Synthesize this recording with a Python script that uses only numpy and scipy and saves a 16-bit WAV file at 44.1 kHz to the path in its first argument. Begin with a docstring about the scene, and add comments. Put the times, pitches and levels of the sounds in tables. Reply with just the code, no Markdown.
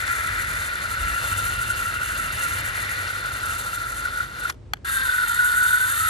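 """Over open ground with light wind rumble, one gust, a far engine's hum and field noise, a toy tractor pulls in sand.
Its motor and plastic gears grind as noise swelling at each tooth, snagging a dozen times a second, with grit pings.
It bogs down, stops with a clack of gear play, clicks over and restarts faster, with a clearer whine of sine tones.
Resonances of shell, gears and chassis colour the toy; two ports hear it with different phase."""
import sys
import numpy as np
from scipy import signal
from scipy.fft import rfft, irfft, next_fast_len
from scipy.io import wavfile

SR = 44100
rng = np.random.default_rng(int(sys.argv[2]) if len(sys.argv) > 2 else 0)


def transcribe(signal):
    """Save signal, clipped to [-1, 1], as a 16-bit WAV file at the path in sys.argv[1]."""
    frames = np.atleast_2d(signal).T
    limited = np.clip(frames, -1, 1)
    pcm = np.round(limited * 32767).astype(np.int16)
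    wavfile.write(sys.argv[1], SR, pcm)


N = 268877
T = np.arange(N) / SR
SIZE = next_fast_len(N + SR // 4)  # room for ringing tails
HZ = np.maximum(np.fft.rfftfreq(SIZE, 1 / SR), 1)
ON_S = 4.846  # motor power returns
AGAIN = T >= ON_S


def from_db(db):
    """Gain of a level in dB."""
    return 10 ** (np.asarray(db) / 20)


def rms_one(x):
    """Scaled to rms 1."""
    return x / np.sqrt(np.mean(x ** 2) + 1e-20)


def in_time(rows):
    """Columns of a curve at every sample."""
    s, *columns = np.transpose(rows)
    return [np.interp(T, s, column) for column in columns]


def on_hz(rows):
    """Columns of a spectrum table at every FFT bin, joined along log frequency."""
    hz, *columns = np.transpose(rows)
    return [np.interp(np.log(HZ), np.log(hz), column) for column in columns]


def drift(rate_hz):
    """Slow random wander of rms 1: noise through two equal one-pole lowpasses, settled for a second."""
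    pole = np.exp(-2 * np.pi * rate_hz / SR)
    wander = signal.lfilter([1], [1, -2 * pole, pole * pole], rng.standard_normal(N + SR))
    return rms_one(wander[SR:])


def bumps(rows, width_s):
    """Sum of smooth Gaussian bumps, one per (time, height) row."""
    s, height = np.transpose(rows)
    marks = np.bincount(np.clip(s * SR, 0, N - 1).astype(int), height, N)
    t = np.arange(-SR // 10, SR // 10 + 1) / SR
    return signal.fftconvolve(marks, np.exp(-.5 * (t / width_s) ** 2), "same")


def resonances(hz, width_hz, db):
    """Parallel causal resonances with alternating signs; white noise of rms 1 leaves with rms 1."""
    total = 0
    for k, (f, w, d) in enumerate(zip(hz, width_hz, db)):
        total = total + (-1) ** k * from_db(d) * 1j * HZ * w / (f * f - HZ ** 2 + 1j * HZ * w)
    return total / np.sqrt(np.mean(np.abs(total) ** 2))


def coloured(spectrum, alike):
    """Stereo noise of a spectrum, rms 1; alike sets how much the two sides share."""
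    noise = rfft(rng.standard_normal((2, SIZE))) * from_db(on_hz(spectrum)[0])
    mid, side = irfft(noise, SIZE)[:, :N]
    alike = np.clip(alike, 0, 1)
    return rms_one(np.sqrt(1 + alike) * mid + np.sqrt(1 - alike) * side * np.array([[1], [-1]]))


def field():
    """Far open-air noise, steady and wide."""
    # field colour: (frequency [Hz], relative density [dB per Hz])
    field_colour = [(88, -20), (150, -2), (225, -7.5), (260, -5), (336, -7), (476, -7.5), (713, -17),
                    (8630, -40), (12000, -60), (15600, -98), (22000, -120)]
    return from_db(-51) * coloured(field_colour, alike=0.34)


def far_engine():
    """Hum at multiples of a far engine's firing rate; pitch and levels wander slowly."""
    firing_hz = 24.6
    # steady tones: (multiple of firing rate, middle level [dB])
    steady = [(2, -48.5), (3, -52), (5, -54)]
    # fourth multiple, coming and going on the wind: (time [s], middle level [dB])
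    fourth = [(0, -53), (.4, -38), (.7, -46), (.95, -52), (1.3, -38), (1.8, -48), (2.15, -58),
              (2.55, -39.5), (3.4, -47), (3.8, -56), (5.4, -60), (5.7, -44), (6.1, -43)]
    turns = np.cumsum(firing_hz + .25 * drift(3.45)) / SR
    hum = 0
    for k, db in [*steady, (4, in_time(fourth)[0])]:
        hum = hum + from_db(db + 2.3 * drift(3.3)) * np.sin(2 * np.pi * round(k) * turns)
    return hum


def wind():
    """Lumpy low rumble of moving air, with one deep gust."""
    # rumble: (time [s], middle level [dB])
    rumble_level = [(0, -43.5), (.35, -39), (.8, -37), (1.2, -40), (1.6, -38), (1.95, -40.5), (2.7, -38),
                    (3.5, -42), (4.7, -45), (5.5, -46.5), (6.1, -46)]
    # rumble colour: (frequency [Hz], relative density [dB per Hz])
    rumble_colour = [(12, -43), (20, -56), (45, 0), (87, -0.5), (109, -1.5), (156, -13.5), (211, -16.5),
                     (400, -22), (520, -85), (880, -120)]
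    # gust colour: (frequency [Hz], relative density [dB per Hz])
    gust_colour = [(25, -40), (45, -2), (70, 0), (90, -14), (140, -50)]
    gust_s, gust_db, gust_width_s, lumps_db = 1.044, -31, 0.059, 1.5
    rumble_db = in_time(rumble_level)[0] + lumps_db * drift(3.6)
    rumble = from_db(rumble_db) * coloured(rumble_colour, alike=.9)
    gust_shape = from_db(gust_db) * np.exp(-.5 * ((T - gust_s) / gust_width_s) ** 2)
    return rumble + gust_shape * coloured([(1, -120), *gust_colour, (400, -120)], alike=.9)


def air():
    """Everything around the toy: wind, far engine and open field."""
    return wind() + far_engine() + field()


def bursts(rows, first_db):
    """Each contact is a firm click, then decaying noise chatter; spectra of three draws."""
    chatter, first = np.zeros(N), np.zeros(N)
    for s, db, ms in rows:
        chatter += from_db(db) * (T >= s) * np.exp(-np.maximum(T - s, 0) * 1000 / ms)
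        first[round(s * SR)] = from_db(db + first_db) / ms  # firmer in short bursts
    draws = chatter * rng.standard_normal((3, N))
    draws[0] += first
    return rfft(draws, SIZE)


def clacks():
    """Gear play knocks the whole toy; grit pings some upper modes only."""
    # grit caught in the gears: (time [s], drive level [dB], decay [ms])
    grit = [(0.0775, -24, 1.3), (1.5377, -38, 1.5), (1.8105, -33, 1.2), (2.369, -32, 1.5),
            (3.0785, -31, 1.2), (3.092, -33, 2), (3.104, -34, 1.5), (3.268, -34, 1.5), (3.402, -31, 1.2),
            (3.7993, -30, 1.26)]
    # gear play taken up at the stop: (time [s], drive level [dB], decay [ms])
    stop_contacts = [(4.4981, -20, 2), (4.5003, -23, 3), (4.5234, -43, 4), (4.5424, -52, 5)]
    # gear play taken up at the switch-over: (time [s], drive level [dB], decay [ms])
    switch_contacts = [(4.7349, -30, 1), (4.7358, -16, 1.6), (4.7385, -31, 2.5), (4.7567, -53, 9),
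                       (4.7695, -47, 5), (4.8466, -40, 1.1)]
    # what the clacks ring: (frequency [Hz], width [Hz], stop level [dB], switch-over level [dB])
    clack_modes = [(830, 130, -2, -6), (1050, 250, 2, -18), (1590, 380, -5, 4), (2400, 450, -6, -13),
                   (2920, 300, -6, -15), (3450, 400, -4, -10), (4220, 320, -8, -13), (4850, 400, -7, -19),
                   (5800, 500, -10, -23), (6600, 500, -11, -27), (7600, 800, -11, -27),
                   (9700, 2000, -18, -26), (12500, 1200, -18, -28)]
    low_hz = 600  # too small a body to thud below this
    hz, width_hz, stop_db, switch_db = np.transpose(clack_modes)
    upper = slice(3, 10)
    knocks = bursts(stop_contacts, first_db=19) * resonances(hz, width_hz, stop_db)
    knocks += bursts(switch_contacts, first_db=27) * resonances(hz, width_hz, switch_db)
    knocks += bursts(grit, first_db=11) * resonances(hz[upper], width_hz[upper], stop_db[upper])
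    low_cut = signal.butter(3, low_hz, "high", fs=SR, output="sos")
    return knocks * signal.sosfreqz(low_cut, HZ, fs=SR)[1]


def snags():
    """Drop in dB before each part's share: a smooth dip at each lug, deeper at the hard snags."""
    # tyre lugs biting the sand in the first pull, one snag each: (time [s], lugs passed [count])
    lug_passes = [(.052, 0), (.54, 6), (.969, 11), (1.272, 15), (1.738, 21), (2.464, 30), (2.963, 36),
                  (3.494, 42), (3.705, 45), (4.095, 50)]
    # hard snags: (time [s], further drop [dB])
    hard_snags = [(.052, 3), (0.318, 3), (0.457, 3), (0.711, 3.5), (0.967, 3.5), (1.207, 1.5), (1.352, 2),
                  (1.739, 3), (1.98, 3), (2.315, 3), (2.628, 5), (2.716, 2), (2.963, 2.5), (3.229, 3),
                  (3.624, 2), (4.094, 2), (5.261, 2.5)]
    drop_db, spread_db, jitter_s, snag_s = 3, 1.16, .004, .014
    s, passed = np.transpose(lug_passes)
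    lug = np.arange(passed[-1] + 1)
    chance = rng.standard_normal((len(lug), 2))
    lug_s = np.interp(lug, passed, s) + jitter_s * chance[:, 0]
    lug_db = drop_db + spread_db * chance[:, 1]
    return bumps([*zip(lug_s, lug_db), *hard_snags], snag_s)


def stall():
    """Depth 0-1 of the bogging just before the stop: sinks quickly, recovers more slowly."""
    deepest_s, sink_s, recover_s = 4.285, .03, .08
    return np.exp(-.5 * ((T - deepest_s) / np.where(T < deepest_s, sink_s, recover_s)) ** 2)


def power():
    """Motor gain: full, a fast run-down and fainter coasting after the cut, then on with a surge."""
    off_s, run_down_s, coast_db, coast_s = 4.503, 0.006, -20, 0.028
    on_rise_s, surge_db, surge_s = 0.0019, 4, 0.03
    off, on = np.maximum(T - off_s, 0), np.maximum(T - ON_S, 0)
    dying = np.exp(-off / run_down_s) + from_db(coast_db) * np.exp(-off / coast_s)
    dying /= 1 + from_db(coast_db)
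    return dying + (1 - np.exp(-on / on_rise_s)) * from_db(surge_db * np.exp(-on / surge_s))


def shell_swells():
    """Rise in dB where the shell briefly rings up."""
    # swells: (time [s], rise [dB])
    ring_ups = [(.1, 4), (.166, 5), (.245, 5), (.85, 5), (1.18, 5), (1.47, 4), (1.7, 4), (2.1, 5),
                (3.73, 5), (4.055, 8), (4.077, 4), (4.206, 7), (4.451, 9), (5.235, 7)]
    return bumps(ring_ups, .005)


def gear_turns(pull_per_s, restart_per_s, bog, drop):
    """Tooth contacts passed: the bogging and each snag slow the gears, which then pick up again."""
    bog_slowing, slowing_per_db, recovery_s = .36, .024, .02
    pull_per_s = pull_per_s * (1 - bog_slowing * bog) * (1 + .02 * drift(40))
    speed = np.where(AGAIN, restart_per_s, pull_per_s)
    keep = np.exp(-1 / (recovery_s * SR))
    held = signal.lfilter([1 - keep], [1, -keep], drop)
    held -= held[~AGAIN].mean() * ~AGAIN  # the first pull keeps its mean speed
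    unsteady = .014 * drift(50) + .008 * drift(9)
    return np.cumsum(speed * (1 - slowing_per_db * held + unsteady)) / SR


def meshing(turns, sharp, knock):
    """Three unrelated draws of friction noise swelling at each tooth; the first adds one uneven knock a tooth."""
    gate = np.exp(sharp * (np.cos(2 * np.pi * turns) - 1))
    teeth = np.diff(np.floor(turns + .5), prepend=0) > 0
    draws = rms_one(gate * rng.standard_normal((3, N)))
    draws[0] += knock * rms_one(teeth * from_db(3 * rng.standard_normal(N)))
    return draws


def gear_whine(turns, restart_per_s, swell_db):
    """The mesh sings at multiples of the tooth rate, with wandering level and blurred phase."""
    # multiples 1-5: (base level [dB], share of the swells [ratio], phase blur [rad])
    multiples = [(-64, .3, .9), (-45, .5, 1.2), (-36, 1, .7), (-52, .4, .8), (-56, .4, 1.2)]
    # shell and gearbox lift any multiple in their range: (lift [dB], centre [Hz], width [Hz])
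    lifts = [(12, 1490, 150), (7, 1880, 170)]
    whine = 0
    for k, (db, share, blur) in enumerate(multiples, 1):
        level_db = db + share * swell_db + 3.9 * drift(42.9)
        for up_db, hz, width_hz in lifts:
            level_db = level_db + up_db * np.exp(-((k * restart_per_s - hz) / width_hz) ** 2)
        whine = whine + from_db(level_db) * np.sin(2 * np.pi * k * turns + blur * drift(35))
    return whine


def motor():
    """Spectra of three draws: teeth excite each part of the toy; on the restart the mesh also sings."""
    # first pull: (time [s], tooth contacts before slowing [per s], shell level [dB], sizzle level [dB])
    pull = [(0, 294, -30, -34.5), (.1, 340, -30, -34.5), (.3, 321, -29, -36.5), (.5, 317, -31, -34),
            (.75, 300, -32, -37.5), (1.05, 338, -30.5, -35.5), (1.3, 338, -30.5, -30.5),
            (1.55, 360, -31.5, -34), (1.8, 348, -30, -32.5), (2.05, 314, -31.5, -36), (2.42, 333, -32, -33),
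            (2.65, 318, -32, -34.5), (3.05, 296, -34, -38.5), (3.3, 296, -30.5, -38),
            (3.6, 345, -32.5, -33), (3.85, 338, -33.5, -38.5), (4.2, 359, -32.5, -39.5),
            (4.5, 300, -32, -38)]
    # the listening angle moves in the first pull:
    # (time [s], gearbox level [dB], idler level [dB], chassis level [dB])
    angle = [(0, -30.5, -58, -39.5), (.35, -30.5, -47, -39), (.55, -32, -50, -38.5),
             (0.851, -32, -46.5, -39), (1.301, -34.5, -39.5, -37.5), (1.998, -35.5, -41.5, -40.5),
             (2.42, -33.5, -39.5, -38), (2.9, -30, -46, -38.5), (3.25, -36.5, -48, -39),
             (3.55, -38.5, -44.5, -38.5), (3.899, -39, -56, -41.5), (4.502, -37, -48, -39)]
    # loss at the deepest bogging of shell, gearbox, idler, chassis, sizzle: (drop [dB])
    bog_loss = [6.9, 8.5, 7.4, 6.5, 12.8]
    # restart speed: (time [s], tooth contacts before slowing [per s])
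    restart_speed = [(4.85, 545), (4.92, 535), (5.0, 520), (5.1, 506), (5.2, 486), (5.27, 486), (5.35, 480),
                     (5.46, 480), (5.6, 494), (5.75, 486), (5.87, 502), (5.94, 585), (6.0, 625), (6.1, 645)]
    # restart: (time [s], whine swell [dB], shell level [dB], sizzle level [dB])
    restart_levels = [(4.86, -11, -37, -39.5), (4.89, -8, -28, -31.5), (4.98, 5.5, -34, -33.5),
                      (5.09, -0.5, -30.5, -33.5), (5.27, -3.5, -29.5, -32.5), (5.42, 4.5, -29, -31),
                      (5.6, 6.5, -29.5, -31.5), (5.85, 5.5, -28.5, -31.5), (5.94, -6, -27.5, -30.5),
                      (6.1, 3, -24, -28)]
    # restart levels of gearbox, idler and chassis, after spin-up;
    # the gearbox holds steady, the other two rise slightly with speed:
    # (level at the mean speed [dB], slope [dB per 1% of speed])
    restart_parts = [(-33.5, 0), (-47.5, 0.1), (-37.5, .03)]
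    # shell resonances: (frequency [Hz], width [Hz], first pull [dB], restart [dB])
    shell = [(1345.4, 100.4, 0, 2), (1443.5, 122, 2, 3.5)]
    # gearbox resonances: (frequency [Hz], width [Hz], first pull [dB], restart [dB])
    gearbox = [(1726, 97, -3.5, -6.5), (1807, 51, -3.5, -1.5), (1922, 70, 0.5, -4), (2114, 85, -3.5, -9.5),
               (2336, 122, -8, -16)]
    # idler gear resonance: (frequency [Hz], width [Hz], first pull [dB], restart [dB])
    idler = [(2760, 140, 0, 0)]
    # chassis resonances: (frequency [Hz], width [Hz], first pull [dB], restart [dB])
    chassis = [(567, 240, -1, -16.5), (828, 155, 0.5, -12.5), (1185, 330, 2, -5.5), (3102, 23, 2, 1),
               (3190, 92, -8.5, -11), (3560, 121, 3.5, 2), (3742, 147, -0.5, -1), (4114, 194, 2.5, -2),
               (4580, 1060, -6, -10.5)]
    # ringing of brushes and pinion: (frequency [Hz], width [Hz], first pull [dB], restart [dB])
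    sizzle = [(6570, 710, -17, -14.5), (7190, 140, -8, -5.5), (7900, 500, -7, -2), (8450, 500, -8, -1),
              (9000, 500, -6, -5), (9810, 1480, -14, -7), (10444, 355, -6.5, -3.5), (11430, 570, -22, -4.5),
              (11680, 520, -17.5, -4.5), (12580, 560, -17.5, -11.5)]
    # how teeth drive each part: (resonances, swell sharpness, knock share, snag share, flutter [dB])
    parts = [(shell, .4, .95, .2, 1.5), (gearbox, .4, .6, .2, 1.2), (idler, .4, .4, .2, 1.5),
             (chassis, .6, .35, .2, .9), (sizzle, 2.6, .9, 1.1, 1.8)]
    spin_up_s, top_hz = 0.02, 14000

    drop, bog, gain, ring_up_db = snags(), stall(), power(), shell_swells()
    pull_per_s, shell_db, sizzle_db = in_time(pull)
    pull_db = [shell_db + ring_up_db, *in_time(angle), sizzle_db]
    pull_db = [db - loss_db * bog for db, loss_db in zip(pull_db, bog_loss)]

    restart_per_s, = in_time(restart_speed)
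    swell_db, shell_db, sizzle_db = in_time(restart_levels)
    faster_percent = 100 * (restart_per_s / restart_per_s[AGAIN].mean() - 1)
    spin_up_db = -10 * np.exp(-np.maximum(T - ON_S, 0) / spin_up_s)
    inner_db = [db + per_db * faster_percent + spin_up_db for db, per_db in restart_parts]
    restart_db = [shell_db + ring_up_db, *inner_db, sizzle_db]

    turns = gear_turns(pull_per_s, restart_per_s, bog, drop)
    out = 0
    for k, (modes, sharp, knock, snag_share, flutter_db) in enumerate(parts):
        level_db = flutter_db * drift(26.5) - snag_share * drop
        drive = meshing(turns, sharp, knock) * gain * from_db(level_db)
        hz, width_hz, pull_mode_db, restart_mode_db = np.transpose(modes)
        pulling = drive * from_db(pull_db[k]) * ~AGAIN
        restarting = drive * from_db(restart_db[k]) * AGAIN
        out = out + rfft(pulling, SIZE) * resonances(hz, width_hz, pull_mode_db)
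        out = out + rfft(restarting, SIZE) * resonances(hz, width_hz, restart_mode_db)
    out[0] += rfft(gear_whine(turns, restart_per_s, swell_db) * gain * AGAIN, SIZE)
    top_cut = signal.cheby2(10, 45, top_hz, fs=SR, output="sos")
    return out * signal.sosfreqz(top_cut, HZ, fs=SR)[1]


def ports(spectra):
    """One draw reaches both ports with a phase turn; the other two reach one port each."""
    # how the ports hear the toy:
    # (frequency [Hz], right phase [rad], left minus right [dB], shared power [0-1])
    port_response = [(300, 0, 1, .7), (1000, -1.1, 3, .85), (1400, -1.6, 0, .95), (1700, -2.1, 4, .8),
                     (1950, -2.3, 1, .4), (2200, -3.3, -1.5, .55), (2800, -6.0, 4, .6), (3500, -6.2, 6, .6),
                     (4200, -6.4, 4, .88), (5000, -7.0, 3.5, .7), (5700, -5.2, 1.5, .65),
                     (6700, -5.3, 5, .82), (7500, -3.6, 1.5, .9), (8250, -np.pi, 0, 1),
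                     (9050, -np.pi, 0, 1), (9600, -2.4, -.3, .85), (10500, -1.7, 0, .95),
                     (11500, -1.35, 0, .7), (12100, -.95, 0, .85), (12800, 0, 0, 1)]
    phase, balance_db, shared = on_hz(port_response)
    shared, side = np.clip(shared, 0, 1), np.array([[-.5], [.5]])
    both = np.sqrt(shared) * spectra[0] * np.exp(1j * phase * side)
    own = np.sqrt(1 - shared) * spectra[1:]
    return irfft((both + own) * from_db(-balance_db * side), SIZE)[:, :N]


def scene():
    """Toy through the ports, drifting a little between the sides, over the air."""
    # toy's place: (time [s], further left minus right [dB])
    place = [(0, 1.5), (.6, 0), (1.2, 0.4), (2.3, -1), (2.8, 0), (4.2, -.3), (5.2, -.6), (6.1, -1.2)]
    sides = from_db(in_time(place)[0] * np.array([[.5], [-.5]]))
    return ports(motor() + clacks()) * sides + air()


def record(dry):
    """A steep lowpass cuts the top, 70 dB down from its stopband edge."""
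    cutoff_hz = 15848
    return signal.sosfilt(signal.cheby2(12, 70, cutoff_hz, fs=SR, output="sos"), dry)


dry = scene()
out = record(dry)
transcribe(out)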